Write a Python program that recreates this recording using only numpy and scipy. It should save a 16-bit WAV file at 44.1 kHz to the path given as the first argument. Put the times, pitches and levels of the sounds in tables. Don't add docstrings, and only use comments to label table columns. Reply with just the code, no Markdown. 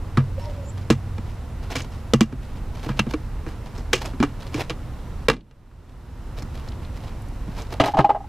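import sys
import numpy as np
from scipy import signal
from scipy.io import wavfile
from scipy.ndimage import uniform_filter1d

SR = 44100
rng = np.random.default_rng(int(sys.argv[2]) if len(sys.argv) > 2 else 0)


def bounce(signal):
    frames = np.transpose(np.atleast_2d(signal))
    limited = np.clip(frames, -1, 1)
    pcm = np.round(limited * 32767).astype(np.int16)
    wavfile.write(sys.argv[1], SR, pcm)


N = 365148
SECONDS = np.arange(N) / SR
BLOW_SECONDS = np.arange(SR // 3) / SR


def from_db(db):
    return 10 ** (np.asarray(db) / 20)


def rms_one(x):
    return x / np.sqrt(np.mean(x ** 2) + 1e-20)


def in_time(rows):
    times, *columns = np.transpose(rows)
    return [np.interp(SECONDS, times, column) for column in columns]


def sounding(rows):
    to_nearest_end = np.minimum(SECONDS - rows[0][0], rows[-1][0] - SECONDS)
    return np.clip(to_nearest_end / 0.061 + .5, 0, 1)


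def at_hz(points, hz):
    curve_hz, values = np.array(points).T
    return np.interp(np.log(hz), np.log(curve_hz), values)


def band(x, low_hz, high_hz):
    return signal.sosfilt(signal.butter(2, [low_hz, high_hz], "band", fs=SR, output="sos"), x)


def drift(rate_hz):
    pole = np.exp(-80 * np.pi * rate_hz / SR)
    noise = rng.standard_normal(N // 40 + 2002)
    slow = signal.lfilter([1], [1, -2 * pole, pole * pole], noise)[2000:]
    return np.interp(np.arange(N) / 40, np.arange(len(slow)), rms_one(slow))


def ring(clicks, hz, t60_s):
    pole = from_db(-60 / (t60_s * SR))
    turn = 2 * np.pi * hz / SR
    return signal.lfilter([0, np.sin(turn)], [1, -2 * pole * np.cos(turn), pole * pole], clicks + 1e-18)


def add(out, x, s):
    at = round(s * SR)
    out[at:at + len(x)] += x[:N - at]


def dying(db, t60_s, rise_s):
    fall = from_db(db - 60 * BLOW_SECONDS / max(t60_s, .005))
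    return fall * (1 - np.exp(-BLOW_SECONDS / rise_s))


def blow_tone(hz):
    return np.sin(2 * np.pi * hz * BLOW_SECONDS)


def grit(spread_db, per_s):
    sizes = from_db(spread_db * np.minimum(rng.exponential(1, N), 4)) * rng.standard_normal(N)
    return rms_one(sizes * (rng.random(N) < per_s / SR))


# f/Hz, width/Hz, relative level/dB
RIM_RESONANCES = [(860, 100, -12), (1196, 110, 5.5), (1655, 99, -3), (2010, 49, 0.5), (2347, 177, 1),
                  (2800, 63, 4.5), (474, 95, 3.5)]


def plastic(x, lift_db):
    rings = 0
    for k, (hz, width_hz, db) in enumerate(RIM_RESONANCES):
        sign = (-1) ** k
        rings = rings + sign * from_db(db) * band(x, hz - width_hz / 2, hz + width_hz / 2)
    return x + from_db(lift_db) * rings


def wavering(rows, width_hz, steady):
    hz, db = in_time(rows)
    phase = 2 * np.pi * np.cumsum(hz) / SR
    tone = (steady + drift(width_hz)) * np.sin(phase) + drift(width_hz) * np.cos(phase)
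    return from_db(db) * sounding(rows) * tone


# f/Hz, relative level/dB (density)
STREET_SPECTRUM = [(8.8, -34), (15, -4.5), (37, 1), (92, -4), (126, -7), (150, -15.5), (184, -12.5),
                   (350, -25), (469, -23.5), (575, -28.5), (816, -26.5), (2200, -39.5), (4980, -46.5),
                   (14700, -55), (16000, -73)]
# f/Hz, correlation (1 = identical)
STREET_LIKENESS = [(60, 0.99), (180, 0.98), (550, 0.77), (1650, 1), (4970, 0.63), (15000, 0.059)]


def street():
    out = 0
    edges_hz = 16 * 2 ** np.arange(0, 10.3, .5)
    white = rng.standard_normal((2, 2, N + SR // 2))
    for k, (low_hz, high_hz) in enumerate(zip(edges_hz, edges_hz[1:])):
        mid, side = band(white[k % 2], low_hz, high_hz)[:, -N:]
        hz = np.sqrt(low_hz * high_hz)
        alike = np.clip(at_hz(STREET_LIKENESS, hz), -1, 1)
        gain = from_db(at_hz(STREET_SPECTRUM, hz) + 0.32 * drift(3.0))
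        out = out + gain * (np.sqrt(1 + alike) * mid + np.sqrt(1 - alike) * side * [[1], [-1]])
    return from_db(-31) * rms_one(out)


# t/s, f/Hz, level/dB
ENGINE_DRONE = [(0.0, 92.5, -37.5), (.7, 93, -35), (1.3, 95.7, -40)]


def engine():
    return wavering(ENGINE_DRONE, 4.0, steady=2.13)


# start t/s, length/s, drive level/dB
RUB_STROKES = [(0.385, 0.11, -47.5), (0.486, 0.2, -57.5), (0.777, 0.031, -41.5), (1.261, 0.052, -44.5),
               (1.614, 0.14, -49), (1.703, 0.1, -39.5), (1.788, 0.064, -40.5), (1.907, 0.099, -47.5),
               (2.424, 0.041, -43), (2.549, 0.04, -46.5), (2.741, 0.17, -45.5), (2.876, 0.056, -43),
               (2.962, 0.067, -41.5), (3.093, 0.023, -32.5), (3.464, 0.078, -48), (3.658, 0.02, -36.5),
               (3.746, 0.06, -43), (4.009, 0.099, -37), (4.387, 0.13, -47.5), (4.53, 0.13, -35.5),
               (5.87, 0.06, -52), (6.367, 0.07, -43), (6.52, 0.2, -53), (6.817, .04, -50),
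               (6.942, 0.18, -48.5), (7.484, 0.12, -54), (7.553, 0.11, -41), (7.709, 0.059, -39.5),
               (7.839, 0.077, -26)]
ATTACK_S, RELEASE_S = 0.035, 0.092
FIDGET_DB = -83
SLIPS_PER_S, SLIP_T60_S = 110, 0.044
SLIDE_SHARE = 0.96


def rubbing():
    level = from_db(FIDGET_DB)
    for s, length_s, db in RUB_STROKES:
        fade_in = (SECONDS - s) / ATTACK_S
        fade_out = (s + length_s - SECONDS) / RELEASE_S
        level = level + from_db(db) * np.clip(np.minimum(fade_in, fade_out) + .5, 0, 1) ** 2

    slips = rng.random(N) * (rng.random(N) < SLIPS_PER_S / SR)
    slip_decay = from_db(-60 / (SLIP_T60_S * SR))
    jerks = SLIDE_SHARE + rms_one(signal.lfilter([1], [1, -slip_decay], slips))

    grains = grit(2.8, 5000) * from_db(2.2 * drift(70))
    mids = plastic(rms_one(band(grains, 150, 4150)), lift_db=-14.0)
    hollow = from_db(-1.0) * rms_one(band(grains, 240, 1040))
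    hiss = from_db(-16.5) * rms_one(band(grains, 3000, 13000))
    return level * rms_one(jerks) * (mids + hollow + hiss)


# t/s, f/Hz, level/dB
GLOVE_SQUEAK = [(0.62, 6800, -65), (0.704, 7470, -47.5), (0.73, 7500, -69)]


def squeak():
    return wavering(GLOVE_SQUEAK, 400, steady=0)


# t/s, f/Hz, level/dB
TAB_CREAK = [(0.36, 545, -60), (0.385, 545, -35), (0.405, 547, -56), (0.46, 597, -47), (0.53, 569, -42.5),
             (0.555, 591, -49), (0.62, 550, -45.5), (0.69, 570, -50), (0.72, 560, -65)]
# t/s, f/Hz, level/dB
UPPER_CREAK = [(0.4, 940, -58), (0.45, 941, -42.5), (0.5, 930, -58)]
# t/s, f/Hz, level/dB
CREAK_WHISTLE = [(0.385, 5280, -67), (0.42, 5450, -57), (0.5, 5300, -67)]


def creak():
    tones = wavering(TAB_CREAK, 38, steady=1.4) + wavering(UPPER_CREAK, 27, steady=1.7)
    return tones + wavering(CREAK_WHISTLE, 194, steady=0)


# t/s, level/dB, f/Hz
SHORT_TICKS = [(0.455, -43, 4200), (0.9045, -3, 317), (1.7, -33, 1170), (1.7145, -38, 5450),
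               (1.725, -31, 2470), (1.806, -29, 2370), (1.819, -33, 5560), (2.992, -11, 2720),
               (3.001, -23, 2600), (3.666, -50, 2980), (3.9345, -20.5, 2510), (3.936, -17, 3125),
               (3.947, -19.5, 2500), (4.058, -34, 6600), (4.079, -26, 593), (4.421, -41, 4100),
               (4.544, -32, 2400), (4.562, -39, 3350), (4.587, -39, 2900), (4.604, -27, 2300),
               (4.61, -24, 1900), (4.619, -28, 2080), (5.299, 6, 1186), (5.408, -34, 3340),
               (5.713, -37, 1320), (6.374, -43, 4260), (6.393, -40, 4870), (6.686, -41, 4800),
               (6.72, -41, 3130), (6.849, -42, 3380), (7.22, -49, 9500), (7.285, -49, 8100),
               (7.575, -30.5, 816), (7.62, -40, 5800), (7.745, -26, 690), (7.806, -6.5, 2820),
               (7.845, -14, 2000), (7.878, -28, 4020), (7.991, -8.5, 1820)]
DULL_BELOW_DB, RINGS_OVER_DB = -32, 18


def ticks():
    out = np.zeros(N)
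    for s, level_db, hz in SHORT_TICKS:
        ring_share = np.clip((level_db - DULL_BELOW_DB) / RINGS_OVER_DB, 0, 0.75)
        noise = rms_one(band(rng.standard_normal(SR // 3), hz / 1.32, hz * 1.26))
        body = (1 - ring_share) * noise + ring_share * blow_tone(hz)
        add(out, dying(level_db, 0.028 + 0.035 * ring_share, 0.00013) * body, s)
    return out


# t/s, level/dB, t60/s
STAND_THUMP = (5.284, 1, 0.26)


def thump():
    s, db, t60_s = STAND_THUMP
    out = np.zeros(N)
    lumps = rms_one(band(rng.standard_normal(SR // 3), 120, 290))
    add(out, dying(db, t60_s, 0.0071) * (blow_tone(43) + 0.9 * lumps), s)
    return out


# t/s, air note level/dB, air note f/Hz, clatter drive level/dB, thud drive level/dB
LID_CONTACTS = [(7.799, -10, 736, 2.5, -3), (7.836, -13, 780, -8.5, -15), (7.862, -20, 1100, -13.5, -29),
                (7.881, -8, 825, -15, -20), (7.937, -7, 860, -20.5, -19), (7.944, -5.5, 784, -22, -25),
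                (7.9695, -3, 780, -9.5, -31), (7.979, -7, 760, -15, -30), (7.987, -3, 654, 5, 2.5),
                (8.044, 8.5, 814, -6, -14.5), (8.092, 2, 800, -5, -28), (8.101, 4.5, 826, -18, -26),
                (8.147, -7, 813, -20, -45), (8.16, -10, 798, -29, -46), (8.204, -18, 795, -35, -38),
                (8.241, -23.5, 840, -48, -43)]
# f/Hz, relative level/dB, t60/s
LID_MODES = [(402, -11, 0.21), (504, -6.5, 0.038), (652, 5, 0.058), (718, 2.5, 0.066), (810, 3.5, 0.054),
             (896, 7, 0.027), (1044, -7, 0.086), (1144, -6, 0.034), (1258, -3, 0.037), (1616, -16, 0.068),
             (2020, -13.5, 0.033), (2865, -21, 0.06)]
WOBBLE_T60_S = 0.062
CONTACT_T60_S, THUD_HZ = 0.076, 294
SCUFF_DB, SCUFF_FADE_DB_PER_S = -11.5, 46


def drops():
    wobble, clatter, scuff, thud = np.zeros((4, N))
    for s, air_db, air_hz, clatter_db, thud_db in LID_CONTACTS:
        scuff_db = clatter_db + SCUFF_DB - SCUFF_FADE_DB_PER_S * (s - LID_CONTACTS[0][0])
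        add(wobble, dying(air_db, WOBBLE_T60_S, 0.0019) * blow_tone(air_hz), s)
        add(clatter, dying(clatter_db, CONTACT_T60_S, 0.0006), s)
        add(scuff, dying(scuff_db, 1.37 * CONTACT_T60_S, 0.0013), s)
        add(thud, dying(thud_db, CONTACT_T60_S, 0.0013), s)

    rattle = 0
    for hz, db, t60_s in LID_MODES:
        rattle = rattle + from_db(db - 28.0) * ring(clatter * rng.standard_normal(N), hz, t60_s)
    thuds = from_db(-19.0) * ring(thud * rng.standard_normal(N), THUD_HZ, 0.053)
    thuds += from_db(-22.5) * ring(thud * rng.standard_normal(N), THUD_HZ / 2.16, 0.077)

    scrape = band(grit(2.2, 5000), 1200, 3670)
    singing = 0.92 * band(scrape, 2890, 3130)
    return wobble * from_db(1.3 * drift(80)) + rattle + thuds + scuff * rms_one(scrape + singing)


# t/s, crack level/dB, body level re crack/dB, edge level re crack/dB,
# nominal crackle t60/s, lid drum level/dB, lid drum f/Hz, air boom level/dB
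TAB_SNAPS = [(0.172, -31, 18.5, -31, 0.12, -9, 229.6, -5.5), (0.9015, -9.5, 3.5, -8, 0.096, -3, 228, -10),
             (1.1811, -38, 13, -12, 0.025, -23.5, 212, -32), (1.7563, -21, 2, -7, 0.057, -27.5, 267, -30),
             (1.7634, -20, -6, -6, 0.19, -28, 263, -30), (2.1352, -10.5, 4.5, -6.5, 0.081, -1, 227, -7),
             (2.208, -10, 1.5, -6.5, 0.1, 4.5, 223, -13.5), (2.324, -50.5, 14, -14, 0.17, -20, 256, -23.5),
             (2.861, -50, 18, -4, 0.16, -22.5, 303, -23), (2.89, -44, 20, -14, 0.2, -17, 210, -18.5),
             (2.992, -16, 5, -10, 0.066, -11.5, 207, -19.5), (3.0655, -52, 16, -6, 0.2, -16.5, 235, -23),
             (3.137, -29.5, 13, -22, 0.057, -13.5, 307, -38), (3.464, -53, 17, -1, 0.49, -26.5, 322, -29.5),
             (3.7777, -43.5, 7, 4, 0.14, -29.5, 247, -53),
             (3.9303, -9.5, -3.5, -7, 0.16, -14.5, 369.4, -28), (4.134, -54, 17, -17, 0.095, -25, 259, -43),
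             (4.2002, -30, 8.5, -22, 0.28, -6.5, 241, -21), (4.2274, -21, 11, -7, 0.07, -8, 285, -19.5),
             (4.543, -25.5, -0.5, -6.5, 0.17, -16.5, 299, -20.5), (4.577, -38, 10, 0, 0.2, -25, 348, -21.5),
             (4.6965, -22.5, -5, -27, 0.055, -30, 317, -31), (4.7022, -28, 7, -25, 0.1, -25, 316, -38),
             (5.2838, 8.5, 6.5, -14, 0.047, 1, 377, -18), (5.2987, 1, 6.5, -22, .14, -1.5, 288, -8),
             (5.511, -39, 4.5, -18, 0.067, -37.5, 168, -28), (6.422, -41.5, 8, 5.5, .044, -30, 185, -43),
             (7.477, -54.5, 15, -3, 0.16, -22, 187, -31)]
CRACK_T60_S, CRACKLE_DB = .018, -10.5
DRUM_T60_S, UPPER_DRUM_DB = 0.089, -2.5
BOOM_HZ, BOOM_T60_S = 131.7, 0.22


def snaps():
    body, crack, edge, low = np.zeros((4, N))
    for s, crack_db, body_db, edge_db, t60_s, drum_db, drum_hz, boom_db in TAB_SNAPS:
        layers = [(body, crack_db + body_db, 0.95), (crack, crack_db, 1), (edge, crack_db + edge_db, 1.05)]
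        for out, db, longer in layers:
            sharp = dying(db, CRACK_T60_S, 0.00077)
            crackle = dying(db + CRACKLE_DB, t60_s * longer, 0.0006)
            add(out, sharp + crackle, s)
        drum = dying(drum_db, DRUM_T60_S, 0.00069) * blow_tone(drum_hz)
        upper_drum = dying(drum_db + UPPER_DRUM_DB, 0.055, 0.0044) * blow_tone(1.42 * drum_hz)
        boom = dying(boom_db, BOOM_T60_S, 0.0036) * blow_tone(BOOM_HZ)
        add(low, drum, s + 0.00334)
        add(low, upper_drum, s + 0.0031)
        add(low, boom, s + 0.0045)

    chips = grit(2.0, 9000) * from_db(2.5 * drift(90))
    body_noise = rms_one(band(chips, 305, 1704))
    crack_noise = rms_one(band(chips, 1270, 3810))
    edge_noise = rms_one(band(chips, 3110, 6500) + 0.13 * band(chips, 3400, 16000))
    noisy = body * body_noise + crack * crack_noise + edge * edge_noise
    return plastic(noisy, lift_db=0.0) + low


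def scene():
    far = (engine() + street()) * from_db([[-.6], [.6]])
    hands = rubbing() + squeak() + creak() + ticks() + thump() + snaps()
    near = hands * from_db([[-.5], [.5]]) + drops() * from_db([[-.1], [.1]])
    center = near.mean(0)
    side = from_db(-10.0) * band(np.roll(center, 23), 3270, 22000)
    side += from_db(-24) * np.roll(center, 40)
    return near + side * [[1], [-1]] + far


LOUD_DB, RELEASE_DB_PER_S = -8, 19.5
CUTOFF_HZ = 16300


def record(dry):
    climb = RELEASE_DB_PER_S * SECONDS
    level_db = 10 * np.log10(uniform_filter1d(np.mean(dry ** 2, 0), size=300) + 1e-12)
    over_db = np.maximum(level_db - LOUD_DB, 0)
    held_db = np.maximum.accumulate(over_db + climb) - climb
    padded = np.append(held_db, np.full(250, held_db[-1]))
    ahead_db = uniform_filter1d(padded, size=500)[250:]
    ducked = dry * from_db(-ahead_db)
    limited = ducked / (1 + (ducked / .66) ** 4) ** .25
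    return signal.sosfilt(signal.cheby2(12, 60, CUTOFF_HZ, fs=SR, output="sos"), limited)


dry = scene()
out = record(dry)
bounce(out)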